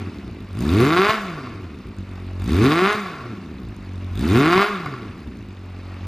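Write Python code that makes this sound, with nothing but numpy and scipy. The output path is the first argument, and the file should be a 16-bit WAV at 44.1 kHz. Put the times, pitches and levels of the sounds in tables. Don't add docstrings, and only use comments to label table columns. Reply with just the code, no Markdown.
import sys
import numpy as np
from scipy import signal
from scipy.fft import rfft, irfft, next_fast_len
from scipy.io import wavfile
from scipy.ndimage import uniform_filter1d, map_coordinates

SR = 44100
rng = np.random.default_rng(int(sys.argv[2]) if len(sys.argv) > 2 else 0)


def transcribe(signal):
    frames = np.atleast_2d(signal).T
    limited = np.clip(frames, -1, 1)
    pcm = np.round(limited * 32767).astype(np.int16)
    wavfile.write(sys.argv[1], SR, pcm)


def decibels_to_gain(level_db):
    exponent = np.asarray(level_db, float) / 20
    return 10 ** exponent


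N = 267684

# [t/s, peak level/dB, thud level/dB]
POPS = [
    (1.092, -24, 18),
    (2.949, -27, 14),
    (3.059, -18, -10),
    (4.578, -5, -2),
    (4.797, -25, -11),
    (4.86, -13, 2),
    (4.963, -37, 5),
]
# [f/Hz, width/Hz, level/dB]
PIPE_MODES = [(88.6, 17.2, 11.5), (195, 10, 3), (249, 128, 4.5), (354.4, 65, 0.5)]
# [f/Hz, width/Hz, level/dB]
CAN_MODES = [(683, 111, 1.5), (1131, 101, 5), (1356, 61, 3.5), (1675, 55, -9), (2087, 108, -4.5),
             (2430, 73, -16), (3600, 360, -10.5), (4690, 60, -0.5)]
# [f/Hz, width/Hz, level/dB]
THUD_MODES = [(127, 64, 4)]
# [f/Hz, level/dB per Hz]
SPIT_COLOUR = [(1820, -31), (3100, -21.5), (3650, 2.5), (4290, -19.5), (4710, -6), (5150, -20.5),
               (6790, -12), (7360, -18.5), (7930, -16.5), (8480, -18), (13500, -20.5), (15000, -22),
               (15600, -32)]
# [f/Hz, level/dB per Hz]
HISS_COLOUR = [(310, -2), (520, 3), (732, 1.5), (820, 0), (1170, 1.5), (1620, -4.5), (2630, -4.5),
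               (3170, -13), (4520, -14), (7120, -27.5), (12900, -37.5), (14700, -50), (15600, -61)]
# [f/Hz, left-right likeness/0-1]
ALIKE = [(60, 1.0), (150, 1.0), (380, 1.0), (950, 1.0), (2380, 0.97), (5980, 0.8), (15000, 0.5)]
# [f/Hz, left minus right level/dB]
LEAN = [(60, 0.0), (180, 0.0), (550, 0.0), (1650, 0.0), (4970, 0.5), (15000, 0.5)]
# [f/Hz, left's lead/rad]
LEAD = [(40, .005), (100, .02), (300, .02), (700, .02), (1500, .07), (3000, .15), (5600, .6), (10000, .5),
        (15000, .7)]
# [f/Hz, T60/s]
ROOM_DECAY = [(100, 1), (1500, 0.85), (10000, 0.15)]

# [t/s, firing rate f/Hz]
BLIPS = [
    [(0, 100), (.19, 69), (.3, 58)],
    [(.54, 46), (.7, 82), (.8, 116), (.9, 156), (1.0, 189), (1.1, 217), (1.14, 221), (1.26, 187)],
    [(2.43, 46), (2.5, 71), (2.6, 104), (2.66, 134), (2.78, 174), (2.9, 209), (2.95, 213), (3.0, 206)],
    [(4.155, 46), (4.2, 60), (4.3, 92), (4.4, 137), (4.5, 171), (4.6, 198), (4.68, 212), (4.72, 203)],
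]
# [opens t/s, shuts t/s, first order drops out t/s]
THROTTLE = [
    (0.51, 1.106, 1.092),
    (2.372, 2.908, 2.92),
    (4.097, 4.628, 4.665),
]
OPEN_S, SHUT_S = 0.13, 0.09
IDLE_HZ, COAST_S = 45.5, .5
LANDING = 8
CATCH_HZ, EVEN_S, IDLE_SCATTER_DB, SETTLE_S = 52, .17, 1.9, 0.9
# [first order level/dB, second order level/dB]
SETTLE_ORDERS_DB = [3.5, 14]
# [thump, bark, spit, hiss level/dB]
SETTLE_GAS_DB = [0.5, 1, 0.5, 6.2]

# [firing rate f/Hz, first order level/dB, second order level/dB]
ORDERS_OPEN = [(46, -25, -20), (65, -27.5, -30.5), (89, -20.5, -29), (113, -17.5, -20), (132, -19.5, -17),
               (186, -33.5, -20.5), (180.6, -21, -14), (216, -30, -24)]
# [firing rate f/Hz, first order level/dB, second order level/dB]
ORDERS_SHUT = [(44.5, -44.5, -36), (53.7, -42.5, -38), (72, -39.5, -48.5), (99, -36.5, -41.5),
               (107, -34.5, -37.5), (130, -35, -42.5), (167, -35, -45.5), (195, -31, -36.5)]
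# [firing rate f/Hz, thump, bark, spit, hiss level/dB]
GAS_OPEN = [(45.3, -26.5, -21, -41, -42.5), (70.2, -20, -53, -51, -33.5),
            (81.2, -13.5, -35.5, -50.5, -32.5), (129.5, -10.5, -22, -46, -24.5),
            (163, -20.5, -19, -49, -32), (206, -30, -16, -48, -29.5)]
# [firing rate f/Hz, thump, bark, spit, hiss level/dB]
GAS_SHUT = [(46, -34.5, -59, -72, -47.5), (71.4, -35.5, -59, -73, -46.5), (92.6, -32.5, -50, -74.5, -44.5),
            (124, -33.5, -37, -74, -41), (194, -34, -32, -58.5, -35.5), (232, -49, -35, -55, -26)]
# [firing rate f/Hz, size scatter/dB, turbulence in the bark/0-1]
BURN_OPEN = [(46, 1.5, .75), (110, 1.4, .22), (215, 1.7, .16)]
# [firing rate f/Hz, size scatter/dB, turbulence in the bark/0-1]
BURN_SHUT = [(46, 3.8, .8), (120, 3.6, .85), (210, 2.2, .65)]
# [firing rate f/Hz, loss at 400 Hz/dB]
DULL_OPEN = [(60, 25.5), (125, 12.5), (215, 6)]
# [firing rate f/Hz, loss at 400 Hz/dB]
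DULL_SHUT = [(46, 22.8), (55, 22.7), (205, 7.3)]

# [t/s, level/dB]
SURGES = [(.83, 0), (.98, 3), (1.052, 2.5), (1.1, 4), (2.64, 0), (2.72, 3), (2.79, 1.5), (2.84, -0.5),
          (2.91, -0.5), (4.382, -0.5), (4.46, 1.5), (4.532, 3), (4.62, 2.5)]
SURGE_SHARE = [0.85, 1.2, 0.87, 2.4]
# [t/s, level/dB]
MISSES = [(.15, -4), (.22, -5), (.31, 0.5), (.475, -11), (1.45, -1), (1.83, -10), (1.96, -10), (2.065, -9),
          (3.22, 0), (3.36, -5), (3.48, 0), (3.75, -8), (3.865, -2.5), (4.572, -0.5), (5.125, -8),
          (5.25, -4), (5.45, -3), (5.56, -8)]
SURGE_S, MISS_S = 0.012, .015
# [t/s, hiss level/dB, pipe level/dB]
ANGLE = [
    (0, 4, 2.5),
    (.5, 0.08, -0.64),
    (5.3, 0.5, -0.6),
    (5.6, -1.5, -4),
    (6.07, 1.5, -3),
]

DROP_S, DROP_DB = 0.02, -31
STUMBLE_PER_S, STUMBLE_DEPTH = 16, 1.2
DIP_LOW_HZ, DIP_HIGH_HZ, DIP_DB, DIP_LATE_S = 650, 2800, -6, .00017
WALL_S, WALL_HZ, WALL_WIDTH_HZ, WALL_DB = 0.0108, 355, 87, -24
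CONTROL_STEP = 64


def unit(x):
    return x / np.sqrt(np.mean(x ** 2) + 1e-20)


def slow_rms(x):
    power = uniform_filter1d(uniform_filter1d(x ** 2, size=4000), size=4000)
    return np.sqrt(np.abs(power) + 1e-20)


def along(points, hz):
    f, v = np.transpose(points)
    return np.interp(np.log(hz + 1), np.log(f + 1), v)


def filtered(x, response):
    m = next_fast_len(N + SR // 2)
    return irfft(rfft(x, m) * response(np.fft.rfftfreq(m, 1 / SR)), m)[..., :N]


def resonances(modes):
    return lambda f: sum(decibels_to_gain(db) * 1j * f * w / (c * c - f * f + 1j * f * w) for c, w, db in modes)


def steep(hz):
    b, a = signal.butter(8, hz, analog=True)
    return lambda f: signal.freqs(b, a, worN=np.ravel(f))[1].reshape(np.shape(f))


def stereo_noise(colour):
    points = [(colour[0][0] / 2, -60)] + colour

    def mid_side(hz):
        turn = np.arccos(np.clip(along(ALIKE, hz), -1, 1)) / 2
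        return decibels_to_gain(along(points, hz)) * [np.cos(turn), np.sin(turn)]

    mid, side = filtered(rng.standard_normal((2, N)), mid_side)
    return unit(np.array([mid + side, mid - side]))


def patchy(x, depth_db):
    z = signal.stft(x, nperseg=256)[2]
    field = uniform_filter1d(rng.standard_normal(z.shape[1:]), size=7, axis=0)
    field = uniform_filter1d(field, size=3, axis=1)
    return unit(signal.istft(z * decibels_to_gain(depth_db * unit(field)), nperseg=256)[1][:, :N])


def clock():
    return np.arange(0, N + CONTROL_STEP, CONTROL_STEP) / SR


def filled(rows):
    return np.array([np.interp(np.arange(N) / SR, clock(), row) for row in rows])


def bumps(events, width_s):
    return sum(db * np.exp(-((clock() - s) / width_s) ** 2) for s, db in events)


def speed():
    t = clock()
    free, idle_s, pulling = np.zeros(len(t)), np.zeros(len(t)), np.zeros(len(t))
    for blip in BLIPS:
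        s, hz = np.transpose(blip)
        coast = np.exp(-np.maximum(t - s[-1], 0) / COAST_S)
        free = np.where(t >= s[0], np.interp(t, s, hz) * coast, free)
        caught = s[-1] + COAST_S * np.log(hz[-1] / CATCH_HZ)
        idle_s = np.where(t >= s[np.argmax(hz) // 2], np.maximum(t - caught, 0), idle_s)
        pulling += (t >= s[0]) * (t < s[-1])
    landed = (free ** LANDING + IDLE_HZ ** LANDING) ** (1 / LANDING)
    return np.where(pulling, free, landed), idle_s


def by_throttle(opened, shut, idle_db=0):
    t = clock()
    rate, idle_s = speed()
    grip = 0
    for opens, shuts, _ in THROTTLE:
        ramp = np.minimum((t - opens) / OPEN_S, 1 + (shuts - t) / SHUT_S)
        grip = grip + np.clip(ramp, 0, 1)

    def read(rows):
        hz, *columns = np.transpose(rows)
        return np.array([np.interp(rate, hz, column) for column in columns])

    settled = np.reshape(idle_db, (-1, 1)) * (1 - np.exp(-idle_s / SETTLE_S))
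    return grip * read(opened) + (1 - grip) * (read(shut) + settled)


def angle_db():
    s, *gains = np.transpose(ANGLE)
    return [np.interp(clock(), s, g) for g in gains]


def orders_db():
    drop_db = bumps([(s, DROP_DB) for *_, s in THROTTLE], DROP_S)
    levels = by_throttle(ORDERS_OPEN, ORDERS_SHUT, SETTLE_ORDERS_DB)
    return filled(levels + angle_db()[1] + [drop_db, 0 * drop_db])


def gas_db():
    rush_db, pipe_db = angle_db()
    levels = by_throttle(GAS_OPEN, GAS_SHUT, SETTLE_GAS_DB)
    surged = levels + np.outer(SURGE_SHARE, bumps(SURGES, SURGE_S))
    return filled(surged + [pipe_db, rush_db, pipe_db, rush_db])


def burn():
    scatter_db, turbulence = by_throttle(BURN_OPEN, BURN_SHUT)
    even = np.clip(speed()[1] / EVEN_S, 0, 1)
    evened = scatter_db + even * (IDLE_SCATTER_DB - scatter_db)
    return filled([np.minimum(scatter_db, evened), turbulence])


def stumble(scatter_db):
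    draws = rng.standard_normal(N * STUMBLE_PER_S // SR + 4)
    chance = map_coordinates(draws, [np.arange(N) * STUMBLE_PER_S / SR])
    sag = np.minimum(chance, .6 * chance) - .05 * scatter_db + .3
    return decibels_to_gain(STUMBLE_DEPTH * scatter_db * sag)


def missed():
    return decibels_to_gain(filled([bumps(MISSES, MISS_S)])[0])


def thump(rate, turns, size, kicks):
    pipe = lambda f: resonances(PIPE_MODES)(f) * steep(455)(f)
    soft_pipe = lambda f: pipe(f) * decibels_to_gain(-20 * f / 400)
    above = lambda f: (1j * f / (1j * f + 110)) ** 2
    order = np.arange(1, 13)[:, None]
    step = 64
    fill = lambda row: np.interp(np.arange(N), np.arange(0, N, step), row)
    dull_db, = filled(by_throttle(DULL_OPEN, DULL_SHUT))
    scatter_db = burn()[0]

    hz = order * rate[::step]
    strength = 2 * rate[::step] / SR * np.abs(pipe(hz)) * decibels_to_gain(-dull_db[::step] * hz / 400)
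    norm = np.sqrt(np.sum(strength ** 2 / (1 + (130 / hz) ** 4), axis=0) / 2)
    lag = np.unwrap(np.angle(pipe(hz)), axis=1)
    wave = [np.cos(2 * np.pi * k * turns + fill(angle)) for k, angle in zip(order[:, 0], lag)]
    upper = sum(fill(row / norm) * partial for row, partial in zip(strength[2:], wave[2:]))

    soft = np.clip(dull_db / 20, 0, 1)
    ring = lambda x: (1 - soft) * filtered(x, pipe) + soft * filtered(x, soft_pipe)
    ragged = ring(filtered(kicks, above)) / fill(norm)
    burble = ring(filtered(size * rng.standard_normal(N), above))
    share = np.clip(scatter_db / 5.6, 0, 1) ** 2
    rest = np.sqrt(1 - share) * (upper + .6 * ragged) + np.sqrt(share) * burble / slow_rms(burble)

    stumbles = [stumble(scatter_db), stumble(scatter_db)]
    first, second = np.sqrt(2) * decibels_to_gain(orders_db()) * size ** .6 * stumbles
    return first * wave[0] + second * wave[1] + decibels_to_gain(gas_db()[0]) * rest


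def silencer(f):
    packing = (4000 / (4000 + 1j * f)) ** 4
    chamber = (520 ** 2 - f ** 2 + 1j * f * 40) / (520 ** 2 - f ** 2 + 1j * f * 400)
    return resonances(CAN_MODES)(f) * packing * chamber


def front_path(f):
    band = np.exp(-(f / DIP_HIGH_HZ) ** 2) * f ** 4 / (f ** 4 + DIP_LOW_HZ ** 4)
    return silencer(f) + decibels_to_gain(DIP_DB) * band * np.exp(-2j * np.pi * f * DIP_LATE_S)


def bark(turns, firing, luck, size, since):
    scatter_db, turbulence = burn()
    even = np.diff(firing, prepend=firing[0]).astype(float)
    jitter = .016 * np.interp(turns + .5, np.arange(len(luck)), luck[:, 2])
    front = (turns + jitter).astype(int)
    strength = decibels_to_gain(scatter_db * luck[front, 0] + 2.2 * luck[front, 1])
    fronts = np.diff(front, prepend=front[0]) * strength
    shock = filtered(-fronts, front_path) / slow_rms(filtered(even, front_path))
    gust = filtered(rng.standard_normal(N) * size * (.4 + np.exp(-since / .003)), silencer)
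    share = np.clip(turbulence, 0, 1)
    return np.sqrt(1 - share) * shock + np.sqrt(share) * gust / slow_rms(gust)


def spit(rate, firing, luck, size, since):
    strength = size * decibels_to_gain(luck[firing, 1] + 2.5 * luck[firing, 2])
    pulse = np.exp(-since / .0012) * (1 - np.exp(-since / .0003))
    puff = strength * pulse + .04 + rate / 1000
    return puff / slow_rms(puff) * patchy(stereo_noise(SPIT_COLOUR), depth_db=4)


def exhaust():
    rate = filled(speed())[0]
    _, bark_db, spit_db, _ = gas_db()
    scatter_db = burn()[0]
    turns = np.cumsum(rate) / SR + .25
    firing = turns.astype(int)
    luck = np.clip(rng.standard_normal((firing[-1] + 2, 3)), -1.8, 1.5)
    size = decibels_to_gain(scatter_db * luck[firing, 0])
    since = (turns - firing) / rate

    even = np.diff(firing, prepend=firing[0]).astype(float)
    late = .004 * scatter_db ** 2 * np.interp(turns, np.arange(len(luck)), luck[:, 2])
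    eased = uniform_filter1d(size, size=400)
    body = missed() * thump(rate, turns + late, eased, even * (size - 1))
    body = body + decibels_to_gain(bark_db - 3.5) * bark(turns, firing, luck, size, since)
    return body, decibels_to_gain(spit_db + 9.5) * spit(rate, firing, luck, size, since)


def hiss():
    flutter = map_coordinates(rng.standard_normal(N // 600 + 4), [np.arange(N) / 600])
    rush = patchy(stereo_noise(HISS_COLOUR), depth_db=2.06)
    low = filtered(rush, lambda f: 1 / (1 + (f / 1500) ** 4))
    thin = 1 - decibels_to_gain(-10 * filled(speed())[0] / 200)
    return decibels_to_gain(gas_db()[3] + 0.31 * flutter) * (rush - thin * low)


def rumble():
    deep = filtered(rng.standard_normal(N), resonances([(43.2, 25, 0)]))
    return decibels_to_gain(0.26 * orders_db()[0] - 43.0) * unit(filtered(deep, steep(180)))


def wall(x):
    ring = resonances([(WALL_HZ, WALL_WIDTH_HZ, WALL_DB)])
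    return filtered(x, lambda f: ring(f) * np.exp(-2j * np.pi * f * WALL_S)) * [[1], [-1]]


def shop(x):
    hz, t, z = signal.stft(rng.standard_normal((2, SR // 2)), SR, nperseg=256)
    turn = np.arccos(np.clip(along(ALIKE, hz), -1, 1))[:, None] / 2
    mid, side = np.cos(turn) * z[0], np.sin(turn) * z[1]
    decay = decibels_to_gain(-60 * t / along(ROOM_DECAY, hz)[:, None])
    tail = signal.istft(np.array([mid + side, mid - side]) * decay, SR, nperseg=256)[1]
    delayed = np.pad(x, ((0, 0), (300, 0)))
    return signal.fftconvolve(delayed, tail / np.linalg.norm(tail[0]), axes=1)[:, :N]


def pops():
    thud, burst = np.zeros(N), np.zeros(N + SR)
    t = np.arange(SR // 20) / SR
    for s, db, thud_db in POPS:
        start = round(s * SR)
        thud[start] = decibels_to_gain(db + thud_db + 27)
        burst[start:start + len(t)] += decibels_to_gain(db + 8 - 60 * t / .03) * rng.standard_normal(len(t))
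    return filtered(thud, resonances(THUD_MODES)) + filtered(burst[:N], silencer)


def scene():
    body, outlet = exhaust()
    near = body + pops() + outlet
    room = filtered(shop(near), lambda f: f ** 2 / (f ** 2 + 600 ** 2))
    heard = near + decibels_to_gain(-11) * room + wall(body) + hiss() + rumble()
    half = np.array([[.5], [-.5]])
    return filtered(heard, lambda f: decibels_to_gain(half * along(LEAN, f)) * np.exp(1j * half * along(LEAD, f)))


def roll_off(x):
    return signal.sosfilt(signal.butter(12, 15730, fs=SR, output="sos"), x)


def record(dry):
    edge = lambda f: np.where(f < 15150, 1, .2) * (f < 15730)
    return roll_off(filtered(dry, edge))


dry = scene()
out = record(dry)
transcribe(out)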